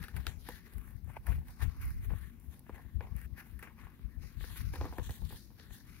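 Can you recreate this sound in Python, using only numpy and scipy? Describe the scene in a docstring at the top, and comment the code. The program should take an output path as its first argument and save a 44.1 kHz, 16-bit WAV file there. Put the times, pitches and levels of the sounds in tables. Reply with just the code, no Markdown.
"""A quiet room hums throughout, made of half-octave bands of steady noise.
From the start, fingers tear a narrow strip off a sheet of paper in short pulls, close under a two-port
microphone: random fibre breaks ring the sheet's modes, creases snap as kicks with decaying rattles,
and the moving hands push low puffs of turbulent air at each port.
The fingers then turn the sheet: low knocks gather from about 4.7 s, drier rustle from about 5 s."""
import sys
import numpy as np
from scipy import signal
from scipy.io import wavfile
from scipy.ndimage import uniform_filter1d

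SR = 44100
rng = np.random.default_rng(int(sys.argv[2]) if len(sys.argv) > 2 else 0)


def int16_out(signal):
    """Quantize to a 16-bit WAV file."""
    q = np.round(np.clip(np.atleast_2d(signal).T, -1, 1) * 32767)
    wavfile.write(sys.argv[1], SR, q.astype(np.int16))


N = 264600   # samples, 6 s

# upper modes of the small sheet: centre_hz, width_hz, level_db (relative)
SHEET_MODES = [(1530, 630, -2), (1787, 290, 6.5), (2004, 770, 0.5), (2800, 1330, -9.5)]
# broad resonances of the dry rasp: centre_hz, width_hz, level_db (relative)
RASP_MODES = [(3550, 1580, -3.5), (4980, 4020, -1), (6390, 4100, -3)]
# treble lift of the microphone: centre_hz, width_hz, level_db (relative)
TREBLE_MODES = [(9670, 3160, 7.5), (11220, 2380, 12.5), (15260, 5000, 5.5)]


def amp(db):
    """Level to amplitude: 20 dB is a factor of ten."""
    return 10 ** (np.asarray(db) / 20)


def rms_one(x):
    """Normalisation by mean power: scales each row to rms 1."""
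    return x / np.sqrt(np.mean(x ** 2, axis=-1, keepdims=True) + 1e-20)


def at_hz(points, hz):
    """Interpolation on a logarithmic frequency axis."""
    points_hz, values = np.array(points).T
    return np.interp(np.log(hz), np.log(points_hz), values)


def drift(rate_hz):
    """Low-passed noise: white noise through a double real pole is a slow random drift of rms 1."""
    pole = np.exp(-2 * np.pi * rate_hz / SR)
    white = rng.standard_normal(N + SR)
    slow = signal.lfilter([1], [1, -2 * pole, pole * pole], white)
    return rms_one(slow[SR:])   # the first second lets the filter settle


def band(x, low_hz, high_hz):
    """Band limiting: keeps the skirts of a group of modes inside its own range."""
    return signal.sosfilt(signal.butter(2, [low_hz, high_hz], "band", fs=SR, output="sos"), x)


def resonate(x, modes, wander_db=None):
    """Modal superposition: parallel resonances, whose strengths may wander as the grip changes."""
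    total = 0
    for k, (hz, width_hz, db) in enumerate(modes):
        r = np.exp(-np.pi * width_hz / SR)   # a wider resonance is damped faster
        numerator = [(1 - r * r) / 2, 0, (r * r - 1) / 2]
        denominator = [1, -2 * r * np.cos(2 * np.pi * hz / SR), r * r]
        rung = signal.lfilter(numerator, denominator, x)
        wander = wander_db * drift(5.06) if wander_db else 0
        sign = (-1) ** k
        total = total + sign * amp(db + wander) * rung
    return total


def panned(x, left_db):
    """Level difference between ports: left_db is left over right, with the gains' total power kept."""
    left = 1 / (1 + amp(-2 * left_db))
    shares = np.array([left, 1 - left]).reshape(2, -1)
    return x * np.sqrt(2 * shares)


def two_ports(x, alike):
    """Partial coherence: both ports hear row 0, the right one late, and each adds a row of its own."""
    right_lag = 4   # samples, the hands are nearer the left port
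    alike = np.clip(alike, 0, 1)
    common = np.array([x[0], np.roll(x[0], right_lag)])
    return np.sqrt(alike) * common + np.sqrt(1 - alike) * x[1:]


def swells(rows, rise_s, resting_db):
    """Addition of powers: gains per layer from rows (start, hold, fall, levels) over a resting level."""
    t = np.arange(0, N + 32, 32) / SR   # one point every 32 samples
    power = amp(resting_db)[:, None] ** 2 + 0 * t
    for start_s, hold_s, fall_s, *levels_db in rows:
        before = np.maximum((start_s - t) / rise_s, 0)
        after = np.maximum((t - start_s - hold_s) / max(fall_s, .01), 0)
        drop_db = 20 * (before + after)   # rise_s and fall_s are the times for 20 dB
        power = power + amp(np.array(levels_db)[:, None] - drop_db) ** 2
    return np.array([np.interp(np.arange(N) / SR, t, row) for row in np.sqrt(power)])


def room():
    """Band-filtered stationary noise of room and microphone, with coherence set by mid and side powers."""
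    # noise spectrum: centre_hz, density_db (per Hz, relative)
    spectrum = [(35, -52), (60, 1), (227, -2), (590, -37), (762, -26), (1400, -36.5), (1680, -32),
                (3240, -39), (6990, -43), (8620, -58), (10100, -57), (12200, -38), (15800, -27)]
    # left-right likeness: centre_hz, likeness (0 to 1)
    likeness = [(60, 0.29), (250, 1), (700, 0.28), (2000, 0.075), (5000, 0.023)]
    total, edges_hz = 0, 45 * 2 ** np.arange(0, 9, .5)
    white = rng.standard_normal((2, 2, N))
    for k, (low_hz, high_hz) in enumerate(zip(edges_hz, edges_hz[1:])):
        mid, side = band(white[k % 2], low_hz, high_hz)   # neighbouring bands use different noise
        centre_hz = np.sqrt(low_hz * high_hz)
        alike = np.clip(at_hz(likeness, centre_hz), 0, 1)
        ports = np.sqrt(1 + alike) * mid + np.sqrt(1 - alike) * side * [[1], [-1]]
        total = total + amp(at_hz(spectrum, centre_hz)) * ports
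    return panned(amp(-58.5) * rms_one(total), 5.0)


def puffs():
    """Turbulent pressure: independent low noise at each port, its loudness evened out within a puff."""
    # air puffs from the moving hands: start_s (full strength), hold_s, level_db (mean power of the ports),
    # left_over_right_db
    puff_rows = [(0.0, 0.0024, -29.5, 14), (0.15, 0.062, -36, 19), (0.287, 0.0031, -32.5, 30),
                 (0.372, 0.0076, -42, 32), (0.44, 0.11, -51, 19), (0.761, 0.038, -40, 25),
                 (0.846, 0.043, -49.5, 29), (0.953, 0.0032, -38, 34), (1.039, 0.065, -42.5, 36),
                 (1.199, 0.0044, -44.5, -14), (1.3, 0.0076, -26, 18), (1.341, 0.063, -35, 5.5),
                 (1.477, 0.047, -49.5, -19), (1.639, 0.041, -28, 31), (1.789, 0.021, -39.5, -4),
                 (1.846, 0.063, -35.5, -3), (1.95, 0.082, -40, 3.5), (2.082, 0.0045, -32, 11),
                 (2.128, 0.0084, -29, 19), (2.182, 0.093, -44.5, 24), (2.397, 0.0057, -48.5, 30),
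                 (2.48, 0.008, -43.5, 28), (2.734, 0.0062, -45, 27), (2.857, 0.005, -45.5, 32.5),
                 (2.97, 0.0026, -29, 30), (3.052, 0.005, -43, 3), (3.124, 0.044, -35.5, 27),
                 (3.254, 0.0017, -38.5, 15), (3.325, 0.0074, -40, 29), (3.517, 0.078, -47.5, 26),
                 (3.845, 0.0085, -44, 33), (4.053, 0.0062, -37.5, 40), (4.174, 0.085, -41, 45),
                 (4.371, 0.062, -39, 23.5), (4.484, 0.044, -43.5, 11), (4.608, 0.077, -34, 18),
                 (4.71, 0.018, -38.5, 4), (4.796, 0.048, -36, -1), (4.898, 0.013, -42, -0.5),
                 (5.003, 0.0032, -31.5, 18), (5.067, 0.005, -39, 11.5), (5.1, 0.0042, -34.5, -4),
                 (5.232, 0.024, -33, 19), (5.329, 0.02, -43, 8), (5.718, 0.0037, -45, 15),
                 (5.899, 0.0069, -49.5, 16)]
    # colour of the air noise: centre_hz, width_hz, level_db (relative)
    air_modes = [(37.8, 19.6, -5.5), (59.7, 24.9, 0.5), (99.3, 37.5, -4), (122.9, 76.6, -11)]
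    # level between puffs: left_db, right_db
    still_air_db = [-55.5, -69.5]
    rise_s, fall_s = 0.038, 0.048   # times to climb and drop 20 dB
    rows = []
    for start_s, hold_s, db, left_db in puff_rows:
        port_powers = 2 / (1 + amp([-2 * left_db, 2 * left_db]))
        rows.append((start_s, hold_s, fall_s, *(db + 10 * np.log10(port_powers))))
    air = resonate(rng.standard_normal((2, N)), air_modes)
    air = band(air, 30.0, 170.0)
    local_rms = np.sqrt(uniform_filter1d(air ** 2, size=1800, axis=1) + 1e-12)
    evened = rms_one(air / local_rms ** 0.37)
    return swells(rows, rise_s, still_air_db) * evened


def faint_snaps(count):
    """Random point events: small snaps at uniformly drawn moments, each with its own colour."""
    mean_db = [-64.5, -64.5, -89, -67.5]   # body, knock, rasp, treble, before the layer gains
    spread_db, rattle_ms = 4.0, 5.1
    events = []
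    for _ in range(count):
        start_s = N / SR * rng.random()
        levels_db = mean_db + spread_db * rng.standard_normal(len(mean_db))
        events.append((start_s, *levels_db, rattle_ms))
    return events


def snaps():
    """Impulse excitation: a snapping crease is a sharp kick and a dying rattle that ring all the modes."""
    # creases snapping: start_s, body_db, knock_db, rasp_db, treble_db (all before the layer gains below),
    # rattle_ms (amplitude decay constant before the decay factors)
    snap_rows = [(0.027, -40.5, -58, -63, -53, 9.5), (0.039, -37.5, -52.5, -49, -49, 10.7),
                 (0.083, -37.5, -53.5, -54, -53, 6.2), (0.165, -35.5, -58, -51.5, -44, 8.5),
                 (0.2674, -25, -40.5, -32.5, -38, 3), (0.2775, -42, -58, -47, -55, 2.6),
                 (0.488, -36.5, -37, -50, -42.5, 4.4), (0.736, -64, -61, -61, -52.5, 3),
                 (0.7816, -47.5, -61, -74, -49, 3.2), (0.8764, -46.5, -68, -79, -55, 2.6),
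                 (0.907, -59, -61, -80, -58, 3.2), (0.966, -57, -82, -82, -60, 2.7),
                 (1.1428, -58, -69, -79, -76, 4), (1.267, -33, -64, -64, -43.5, 5.7),
                 (1.287, -40, -64, -70, -55, 3), (1.3196, -37.5, -49, -71, -65, 3.5),
                 (1.327, -40, -57, -70.5, -60, 2.5), (1.483, -55, -61, -62, -59, 4.1),
                 (1.6244, -36, -50, -53, -62, 2.4), (1.815, -61, -66, -69, -48.5, 3.9),
                 (1.8535, -52, -59, -73.5, -48, 3.9), (1.9053, -44, -75, -78, -48, 1.5),
                 (2.1048, -42, -42.5, -78, -71, 3.4), (2.1174, -58, -45.5, -78, -68, 3.7),
                 (2.1359, -45, -45, -72, -65, 3), (2.185, -49, -69, -70, -54, 3.3),
                 (2.3994, -72, -80, -85, -55, 3), (2.5934, -67, -77, -66, -49, 2.1),
                 (2.6943, -62.5, -40.5, -66.5, -71, 3.1), (2.7447, -52, -54, -80, -59, 4.2),
                 (3.0074, -35, -41, -59, -76, 2.5), (3.1648, -48, -62, -69, -45.5, 1.7),
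                 (3.2151, -44, -67, -69, -49.5, 2.8), (3.3779, -44.5, -63, -72, -58, 3.1),
                 (3.5914, -43.5, -79, -66, -51, 8.6), (3.6262, -35, -51.5, -58.5, -50.5, 10),
                 (3.6726, -41, -55, -74, -71, 10), (3.7798, -68, -60, -95, -76, 4.6),
                 (4.408, -40, -54, -70, -64, 4.5), (4.4415, -37.5, -47, -71, -65, 2.4),
                 (4.7366, -41, -42, -56, -52, 12), (4.7572, -39.5, -41.5, -46.5, -48, 5.6),
                 (4.812, -36, -32, -48, -69, 3.2), (4.8252, -43, -41.5, -63, -68, 6.1),
                 (4.8434, -41, -40, -57, -70, 1.7), (4.8534, -45, -36.5, -59, -53, 7.7),
                 (4.9258, -48, -44.5, -73, -70, 6.7), (4.9838, -36, -32.5, -57, -47.5, 3.1),
                 (4.9955, -45, -44, -56, -65, 5.8), (5.0937, -33.5, -43.5, -69, -67, 3.6),
                 (5.1074, -54, -48.5, -47, -47, 4.1), (5.2205, -65, -53, -81, -73, 2.5),
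                 (5.2504, -69, -70, -57, -54, 3.6), (5.3066, -48, -51, -69, -63, 7.1),
                 (5.325, -55, -50, -64, -52, 12), (5.5043, -70, -59, -72, -72, 3.9),
                 (5.5979, -46.5, -57, -50.5, -81, 3.7), (5.7073, -45, -56, -70, -66, 2.2)]
    # rattle decay factors: body, knock, rasp, treble (ratios)
    decay_factors = [1.03, 2.3, 1.2, 0.96]
    # height of the first kick relative to the snap's level: body, knock, rasp, treble (ratios)
    kick_heights = [1.52, 4.72, 3.9, 1.23]
    # sheet flexing as a whole: centre_hz, width_hz, level_db (relative)
    knock_modes = [(260, 210, -0.5), (499, 60, 4), (830, 355, -2.5)]
    length = 2600   # samples of rattle
    events = snap_rows + faint_snaps(count=18)
    rattles = rng.standard_normal((len(events), 3, length))
    kicks = np.zeros((4, 3, N + length))   # layer, path, time
    elapsed_ms = np.arange(length) / SR * 1000
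    for (start_s, *levels_db, rattle_ms), rattle in zip(events, rattles):
        decay_ms = np.maximum(rattle_ms * np.array(decay_factors), .3)[:, None, None]
        shape = .3 * rattle * np.exp(-elapsed_ms / decay_ms)
        i = round(start_s * SR)
        kicks[:, :, i:i + length] += amp(levels_db)[:, None, None] * shape
        kicks[:, :, i] = -(amp(levels_db) * kick_heights)[:, None]   # same kick on all paths
    kicks = kicks[:, :, :N] + 1e-18   # keeps the filters off vanishingly small numbers

    body = band(resonate(kicks[0], SHEET_MODES), 530.0, 2130.0)
    body = amp(16.5) * two_ports(body, alike=0.97)
    push = amp(-18.0) * band(kicks[1], 150.0, 790.0)   # the pressure pulse itself, before the modes take over
    flexing = band(resonate(kicks[1], knock_modes), 160.0, 1470.0)
    knock = amp(18.0) * two_ports(push + flexing, alike=0.84)
    rasp = band(resonate(kicks[2], RASP_MODES), 2550.0, 5400.0)
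    rasp = amp(20.0) * two_ports(rasp, alike=0.55)
    treble = band(resonate(kicks[3], TREBLE_MODES), 5200.0, 20000.0)
    treble = amp(5.5) * two_ports(treble, alike=0.1)
    return panned(body, 6.5) + panned(knock, 2.6) + panned(rasp, 2.0) + treble


def fibres(per_s, spread_db, clump_db):
    """Random impulse train: breaks come in clumps, a few much louder than the rest, over a fine rub."""
    clumps = amp(clump_db * drift(44.0))
    broken = rng.random(N) < per_s / SR
    sizes = amp(spread_db * np.minimum(rng.exponential(1, N), 3.5))
    breaks = broken * sizes * rng.standard_normal((3, N))
    rub = 0.46 * rng.standard_normal((3, N))
    return clumps * (breaks + rub)


def tearing():
    """Source and resonator: fibre crackle and sparser buckling of the sheet drive its modes pull by pull."""
    # pulls and rubs of the paper: start_s (full strength), hold_s, fall_s (for 20 dB, 0.01 at least),
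    # body_db, belly_over_body_db (low modes), rasp_over_body_db, hiss_over_body_db
    pulls = [(0.0, 0.044, 0.21, -58.5, -8, -8, -7), (0.166, 0.0041, 0.15, -56.5, -3.5, -6.5, -3.5),
             (0.28, 0.0056, 0.08, -54, -6.5, -2, -4), (0.398, 0.082, -0.25, -78, 0, 9, 8.5),
             (0.473, 0.075, 0.13, -58, -5.5, -4, -3.5), (0.665, 0.004, 0.08, -61.5, 0.5, -7, -3),
             (0.722, 0.19, 0.1, -68, -0.5, -10, 0), (1.093, 0.0045, 0.18, -63, -3.5, -14, -2.5),
             (1.168, 0.0067, -0.15, -58.5, 2.5, -17, -10), (1.272, 0.037, 0.15, -57, 0, -9.5, -1.5),
             (1.478, 0.005, 0.16, -66, 1, -3, 3.5), (1.624, 0.0077, 0.04, -48, -2, -8.5, -4.5),
             (1.673, 0.005, 0.32, -64, -1.5, -5.5, -4.5), (1.815, 0.034, 0.22, -57.5, -10.5, -9, -2),
             (2.04, 0.009, 0.04, -58, -6.5, -11, 1), (2.101, 0.15, 0.17, -63, -7.5, -12, -4),
             (2.41, 0.04, 0.3, -81, -3, -14, 10.5), (2.526, 0.019, 0.09, -68.5, 0, -1.5, 3),
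             (2.671, 0.011, 0.55, -67.5, -3, -24, -5.5), (2.753, 0.0038, 0.14, -60.5, 1.5, -12.5, -8),
             (3.017, 0.019, 0.16, -63.5, 6.5, -12, -10), (3.169, 0.09, -0.21, -62, -11, -16, -2.5),
             (3.389, 0.005, 0.0646, -52, -6, -13.5, -8), (3.465, 0.005, 0.18, -64.5, -8, -11, -1),
             (3.634, 0.0036, 0.1, -55.5, -2.5, -12.5, -8), (3.792, 0.026, 0.28, -61.5, -3, -12, -9),
             (4.013, 0.048, 2, -73.5, -7, -12.5, -8), (4.221, 0.005, 0.3, -63.5, -13, -4, -1),
             (4.42, 0.17, 0.23, -60.5, -8, 0, 1), (4.569, 0.013, 0.07, -54.5, -19, -4, 2),
             (4.732, 0.14, 0.24, -63, -0.5, 0, -0.5), (4.917, 0.087, 0.28, -65.5, 4, -1.5, 0),
             (5.04, 0.011, 0.16, -60.5, -12, 4, 3.5), (5.098, 0.039, 0.24, -68, -1.5, 5.5, 11),
             (5.25, 0.019, 0.38, -74, -6, 8, 9), (5.297, 0.07, 0.12, -66, -7, 4.5, 7.5),
             (5.593, 0.005, 0.4, -65.5, -5.5, -3, -5), (5.729, 0.0045, 0.16, -65, -8, 3.5, 6.5),
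             (5.871, 0.14, 0.1, -66.5, -12.5, -3.5, -2)]
    # low modes of the held sheet: centre_hz, width_hz, level_db (relative)
    belly_modes = [(807, 300, 4), (1128, 145, 7), (463, 63, -2), (380, 91, 4.5)]
    # faint creak of the held sheet between pulls: body_db, belly_db, rasp_db, hiss_db
    held_db = [-119, -91.5, -84, -80]
    rows = []
    for start_s, hold_s, fall_s, body_db, *over_db in pulls:
        rows.append((start_s, hold_s, fall_s, body_db, *(body_db + np.array(over_db))))
    body_gain, belly_gain, rasp_gain, hiss_gain = swells(rows, 0.038, held_db)

    crackle = fibres(per_s=2500, spread_db=2.5, clump_db=1.5)
    buckling = fibres(per_s=500, spread_db=6.0, clump_db=2.5)
    body = band(resonate(crackle + 0.48 * buckling, SHEET_MODES, wander_db=1.5), 830.0, 2760.0)
    belly = band(resonate(buckling, belly_modes, wander_db=3.5), 270.0, 1500.0)
    rasp = band(resonate(crackle, RASP_MODES, wander_db=1.6), 2700.0, 7500.0)
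    hiss = band(resonate(crackle[[1, 2, 0]], TREBLE_MODES, wander_db=1.2), 8000.0, 19000.0)

    body = body_gain * two_ports(rms_one(body), alike=0.7)
    belly = belly_gain * two_ports(rms_one(belly), alike=0.61)
    rasp = rasp_gain * two_ports(rms_one(rasp), alike=0.14)
    hiss = hiss_gain * two_ports(rms_one(hiss), alike=0.032)
    return panned(body, 7.5) + panned(belly, 0.78) + panned(rasp, 4.9) + hiss


def scene():
    """Superposition: the pressures of all sources add at the two ports."""
    return room() + puffs() + snaps() + tearing()


def record(dry):
    """Low-pass filtering: a steep Chebyshev filter cuts the top."""
    cutoff_hz = 16050   # edge of the 55 dB stop band
    return signal.sosfilt(signal.cheby2(20, 55, cutoff_hz, fs=SR, output="sos"), dry)


dry = scene()
out = record(dry)
int16_out(out)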